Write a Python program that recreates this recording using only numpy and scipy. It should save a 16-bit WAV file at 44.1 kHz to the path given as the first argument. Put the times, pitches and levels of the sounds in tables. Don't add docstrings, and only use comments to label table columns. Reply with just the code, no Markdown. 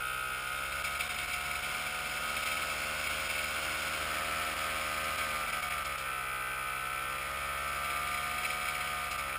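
import sys
import numpy as np
from scipy import signal
from scipy.fft import rfft, irfft, next_fast_len
from scipy.io import wavfile
from scipy.ndimage import uniform_filter1d, map_coordinates

SR = 44100
rng = np.random.default_rng(int(sys.argv[2]) if len(sys.argv) > 2 else 0)


def log_audio(samples):
    frames = np.atleast_2d(samples).T
    limited = np.clip(frames, -1, 1)
    pcm = np.round(limited * 32767).astype(np.int16)
    wavfile.write(sys.argv[1], SR, pcm)


N = 413658
TIME = np.arange(N) / SR

# time_s, speed_rps (revolutions a second)
CRANK_SPEED = [(0.0, 64.3), (0.05, 63.8), (0.31, 64.3), (0.91, 70.9), (0.96, 70.0), (1.04, 72.3),
               (1.54, 71.3), (1.67, 73.4), (2.12, 73.1), (2.22, 74.5), (3.19, 77.2), (3.45, 75.9),
               (3.65, 77.6), (3.76, 76.9), (4.39, 78.6), (4.83, 77.0), (5.22, 77.4), (6.24, 64.7),
               (6.53, 64.5), (7.11, 67.0), (7.31, 69.1), (8.33, 71.9), (8.44, 72.9), (8.88, 72.4),
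               (9.14, 71.1), (9.38, 66.8)]
# time_s, heat_share
WARM_UP = [(3.75, 0.07), (4.25, 0.94)]
# pitch_hz, width_hz, gain_db
PIPE_OPEN_MODES = [(221.4, 35, -8), (316.5, 9.3, -8), (412, 7.1, -15.5), (451, 54, -19), (540.3, 36.4, 0.5),
                   (616.5, 27, 2), (720.5, 26, 6), (845, 7.9, -5.5), (857, 220, -12), (1084, 10, -1)]
PIPE_IDLE_MODES = [(153, 61, -10.5), (321, 26, -12.5), (397, 8.8, -25), (412, 25, -10.5), (478, 280, -9.5),
                   (647, 115, -3), (639, 13, -2), (724.6, 11.7, 4.5), (720, 176, -7), (839, 25, -2.5),
                   (1023, 100, -10)]
# pitch_hz, width_hz, gain_db
CAN_COLD_MODES = [(1252, 31, -2), (1282.4, 22, 1), (1405, 33, -1.5), (1459, 28, -0.5), (1529, 49, -7.5)]
CAN_HOT_MODES = [(1205, 27.8, 11), (1223.8, 67, 7.5), (1344.5, 32, 5), (1498, 23, -0.5), (1546, 31, -1)]
CAN_IDLE_MODES = [(1234, 21, 2), (1318, 30, 5), (1504, 44, 0), (1546, 17, -0.5)]
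# time_s, gain_db
CAN_SWELL = [(0, -35), (.4, -38), (.92, -38), (1.18, -42.5), (1.42, -39.5), (2.1, -41), (2.25, -37.5),
             (3.2, -42), (3.8, -40), (4.25, -38.5), (4.75, -40.5), (5.4, -36), (5.9, -38), (6.1, -37.5),
             (7.0, -37), (7.25, -39), (7.95, -36), (8.7, -39), (9.38, -38)]
# frequency_hz, gain_db
RASP_SPECTRUM = [(1500, -48), (2300, 5), (3000, 1.5), (3800, -5.5), (4280, -0.5), (4450, -5.5),
                 (4550, -0.5), (4670, -3), (4850, 1.5), (5200, 1), (5550, -2), (5750, 0)]
# angle_turns, gain_db
PISTON_KNOCKS = [(0.172, 12), (0.429, 9.5), (0.62, 6), (0.863, 4.5)]
# pitch_hz, width_hz, gain_db
FIN_COLD_MODES = [(1830, 91, -13), (2090, 130, -3), (2137, 91, 6.5), (2300, 205, 0), (2428, 67, 1.5),
                  (2652, 63, 6), (2720, 190, -0.5), (3144, 93, -2), (3455, 65, -5), (3690, 22, 0),
                  (3990, 83, -20), (5070, 92, -13)]
FIN_HOT_MODES = [(1803, 38, -3), (1994, 42, -0.5), (2198, 57, -0.5), (2319, 72, 3.5), (2362, 82, 3),
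                 (2576, 80, -4), (2800, 170, -13), (3100, 96, -10), (3350, 110, -10), (3960, 77, -19.5)]
# pitch_hz, width_hz, gain_db
CASING_MODES = [(2050, 30, -5.5), (2188, 35, -1), (2238, 18.4, 5.5), (2336, 59, 0), (2606, 46, -2),
                (2753, 18, -6), (3227, 17, -2), (3706, 11, -5.5), (4074, 23, -8), (4936, 20, -9.5),
                (5150, 17, -8.5)]
# start_s, end_s, rise_db
HARD_RATTLES = [(2.2, 3.794, 1), (7.796, 8.91, 3.5)]
# pitch_hz, width_hz, gain_db
SKIRT_COLD_MODES = [(2520, 28, 0), (3060, 26, -14)]
SKIRT_HOT_MODES = [(2393, 21, 2), (2620, 36, 3)]
# speed_rps, level_db
FIRING_LEVELS = [(64, -58), (66, -58), (69.5, -52), (72, -54.5), (73.5, -59.5), (75, -57), (77.5, -53)]
# frequency_hz, gain_db
WASH_SPECTRUM = [(20, -18), (45, -4), (100, -7), (180, -9), (400, -7), (700, -5), (1000, -5), (1300, 7),
                 (1700, -2), (3000, -2.5), (6000, -24)]
# catch_s, lost_share, kick_strength, crack_db
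MISSED_FIRINGS = [(0.842, 1, 1, -32), (.996, .8, 6.5, -36), (1.096, 1, 3.2, -39), (1.179, 1, 4, -38),
                  (1.279, 1, 2, -45), (1.332, 0.8, 2, -33), (1.626, .8, 2.5, -42), (2.458, .9, 4, -35.5),
                  (3.096, 0.9, 3, -51), (3.294, 1, 3, -40), (4.562, 1, 1.5, -50), (5.181, 1, 1.5, -36),
                  (5.477, 1, 0.5, -43), (5.526, 0.9, 1.5, -39), (5.624, 1, 0, -37), (5.708, 1, 3.5, -42),
                  (5.849, 1, -3, -36), (5.98, 1, -6, -36.5), (8.433, 0.4, 2, -37), (9.111, 0.9, -5, -32),
                  (9.182, 1, -0.5, -36)]

IDLE_RPS, CRUISE_RPS, THROTTLE_SPAN_RPS = 63, 72, 10.2
# cold_cruise_db, db_per_rps, hot_change_db
BARK_LAW, RASP_LAW, OCTAVE_LAW = (-48.5, 0.27, 1.66), (-40.5, 0.61, -2.3), (-57.5, -0.19, 0.94)
CLATTER_LAW, CHATTER_LAW = (-40.5, 0.12, 1.3), (-43, 0.044, -4)


def amp(db):
    return 10 ** (np.asarray(db) / 20)


def curve(rows):
    return np.interp(TIME, *np.transpose(rows))


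def steady(x):
    size = SR // 5
    power = uniform_filter1d(uniform_filter1d(x * x, size), size)
    return x / np.sqrt(np.abs(power) + 1e-20)


def blend(first, second, share):
    share = np.clip(share, 0, 1)
    return steady(steady(first) * (1 - share) + steady(second) * share)


def wobble(rate):
    return map_coordinates(rng.standard_normal(int(N * rate / SR) + 4), [TIME * rate])


def filtered(x, response):
    size = next_fast_len(N + SR // 2)
    return irfft(rfft(x, size) * response(np.fft.rfftfreq(size, 1 / SR)), size)[:N]


def resonate(x, modes):
    hz = np.arange(SR // 2 + 1)
    gain = sum((-1) ** k * amp(db) * 1j * hz * width / (pitch ** 2 - hz ** 2 + 1j * hz * width)
               for k, (pitch, width, db) in enumerate(modes))
    return filtered(x, lambda f: np.interp(f, hz, gain))


def noise(spectrum):
    hz, db = np.transpose(spectrum)
    white = rng.standard_normal(N)
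    return steady(filtered(white, lambda f: amp(np.interp(np.log(f + 1), np.log(hz), db))))


def pulses(turns, angle, jitter_s, scatter_db):
    count = int(turns[-1])
    timing, strength = rng.standard_normal((1000, 2))[:count].T
    due_s = np.interp(np.arange(count) + angle % 1, turns, TIME)
    centre = (due_s + jitter_s * timing)[:, None] * SR
    taps = np.floor(centre).astype(int) + np.arange(-7, 9)
    shape = np.sinc(taps - centre) * np.sinc((taps - centre) / 8)
    clicks = amp(scatter_db * strength)[:, None] * shape
    return steady(np.bincount(np.clip(taps, 0, N - 1).ravel(), clicks.ravel(), N))


def puffs(turns, angle, length):
    return steady(np.exp(-((turns - angle) % 1) / length))


def throttle(speed):
    return np.clip((speed - IDLE_RPS) / THROTTLE_SPAN_RPS, 0, .86)


def part_db(law, speed):
    cold_cruise_db, db_per_rps, hot_change_db = law
    return cold_cruise_db + db_per_rps * (speed - CRUISE_RPS) + hot_change_db * curve(WARM_UP)


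def exhaust_bark(turns, speed, burn, kick):
    blast = pulses(turns, 0, jitter_s=.00002, scatter_db=.7) + .12 * rng.standard_normal(N)
    pipe = blend(resonate(blast, PIPE_IDLE_MODES), resonate(blast, PIPE_OPEN_MODES), throttle(speed))
    return amp(part_db(BARK_LAW, speed) + 0.066 * kick) * pipe * burn


def muffler_ring(turns, speed, burn, kick):
    gas = .09 * rng.standard_normal(N)
    hot_wave = pulses(turns, angle=.36, jitter_s=.000006, scatter_db=.55) + gas
    cold_wave = pulses(turns, angle=.17, jitter_s=.000006, scatter_db=.55) + gas
    open_share = 2.32 * throttle(speed) - .6
    hot = blend(resonate(hot_wave, CAN_IDLE_MODES), resonate(hot_wave, CAN_HOT_MODES), open_share)
    ring = blend(resonate(cold_wave, CAN_COLD_MODES), hot, curve(WARM_UP))
    return amp(curve(CAN_SWELL) + 0.078 * kick) * ring * (0.24 + 0.57 * burn)


def gas_rasp(turns, speed, burn, kick):
    spurts = (2.4 + puffs(turns, 0.093, length=0.44)) * amp(1.1 * wobble(300))
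    hiss = spurts * (0.3 + burn) * amp(0.16 * kick) * noise(RASP_SPECTRUM)
    return amp(part_db(RASP_LAW, speed)) * steady(hiss)


def piston_clatter(turns, speed, burn, kick):
    knocks = sum(amp(db) * pulses(turns, angle, jitter_s=.00002, scatter_db=1.6)
                 for angle, db in PISTON_KNOCKS)
    blows = steady(knocks) + .35 * puffs(turns, .17, length=.4) * rng.standard_normal(N)
    ring = blend(resonate(blows, FIN_COLD_MODES), resonate(blows, FIN_HOT_MODES), curve(WARM_UP))
    return amp(part_db(CLATTER_LAW, speed) + 1.58 * kick) * (0.15 + .5 * burn) * ring


def gear_chatter(turns, speed, kick, bursts_per_s=17, burst_s=.018):
    backlash = np.zeros(N)
    gaps, sizes = rng.uniform(.5, 1.5, (200, 2)).T
    burst = np.hanning(round(burst_s * SR))
    for start_s, size in zip(np.cumsum(gaps) / bursts_per_s, sizes):
        span = backlash[round(start_s * SR):][:len(burst)]
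        span += size * burst[:len(span)]
    force = 0.15 + throttle(speed) * (0.17 + backlash) + .5 * (amp(kick) - 1)
    for start_s, end_s, rise_db in HARD_RATTLES:
        force[round(start_s * SR):round(end_s * SR)] *= amp(rise_db)
    taps = sum(pulses(turns, angle, jitter_s=.0003, scatter_db=1.3) for angle in (.2, .55))
    ring = resonate(taps * force, CASING_MODES)
    return amp(part_db(CHATTER_LAW, speed)) * ring / np.std(ring)


def piston_slap(turns, speed, burn):
    blows = pulses(turns, .17, jitter_s=.00001, scatter_db=1.2)
    ring = blend(resonate(blows, SKIRT_COLD_MODES), resonate(blows, SKIRT_HOT_MODES), curve(WARM_UP))
    return amp(-45.5) * (1 - throttle(speed)) ** 2 * burn * ring


def firing_throb(turns, speed, burn):
    phase = 2 * np.pi * turns
    fundamental = amp(np.interp(speed, *np.transpose(FIRING_LEVELS))) * np.sin(phase)
    octave = amp(part_db(OCTAVE_LAW, speed)) * np.sin(2 * phase)
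    drone = amp(-67 - 2.6 * np.abs(speed - 78)) * (np.sin(3 * phase) + np.sin(4 * phase))
    return (fundamental + octave + drone) * burn * np.sqrt(2)


def propeller(turns, speed, blades=2, gear_ratio=2.8):
    phase = 2 * np.pi * turns * blades / gear_ratio
    hum = np.sin(phase) + amp(-13.5) * np.sin(2 * phase)
    wash_gain = amp(-43.5 + 0.28 * wobble(12)) * (speed / np.mean(speed)) ** 5
    return amp(-56) * hum + wash_gain * noise(WASH_SPECTRUM)


def misfires(half_gap_s=0.0067, gap_lead_s=0.0099, kick_peak_s=0.0093):
    burn, kick = np.ones(N), np.zeros(N)
    for catch_s, lost_share, strength, _ in MISSED_FIRINGS:
        near = slice(round((catch_s - .2) * SR), round((catch_s + .2) * SR))
        t = TIME[near] - catch_s
        burn[near] *= 1 - lost_share * np.exp(-((t + gap_lead_s) / half_gap_s) ** 4)
        age = np.maximum(t, 0) / kick_peak_s
        kick[near] += strength * age * np.exp(1 - age)
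    return burn, kick


def fuel_cracks(attack_s=0.00032, t60_s=0.12):
    envelope = np.zeros(N)
    t = np.arange(SR // 8) / SR
    shape = amp(-60 * t / t60_s) * (1 - np.exp(-t / attack_s))
    for catch_s, _, _, crack_db in MISSED_FIRINGS:
        envelope[round(catch_s * SR):][:len(t)] += amp(crack_db) * shape
    crack = envelope * noise(RASP_SPECTRUM)
    ring = resonate(envelope * rng.standard_normal(N), CASING_MODES)
    return crack + ring * np.std(crack) / np.std(ring)


def scene():
    speed = curve(CRANK_SPEED) * (1 + .001 * wobble(20))
    turns = np.cumsum(speed) / SR
    burn, kick = misfires()
    engine = turns, speed, burn, kick
    gas = exhaust_bark(*engine) + muffler_ring(*engine) + gas_rasp(*engine)
    metal = piston_clatter(*engine) + gear_chatter(turns, speed, kick) + piston_slap(turns, speed, burn)
    return (gas + metal + fuel_cracks() + firing_throb(turns, speed, burn) + propeller(turns, speed))[None]


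def record(dry, camera_hz=12000, cutoff_hz=5550, top_hz=15350):
    band = filtered(dry[0], lambda f: 1 / np.sqrt(1 + (f / cutoff_hz) ** 40))
    samples = signal.resample_poly(band, camera_hz, SR, window=("kaiser", 2))
    repeats = 8
    held = signal.resample_poly(np.repeat(samples, repeats), SR, repeats * camera_hz)[:N]
    tone_hz, tone_db = [1000, 5000, 9500, 15000], [0.34, 1.4, 1.15, 0.72]
    return filtered(held, lambda f: amp(np.interp(f, tone_hz, tone_db)) * (f < top_hz))[None]


dry = scene()
out = record(dry)
log_audio(out)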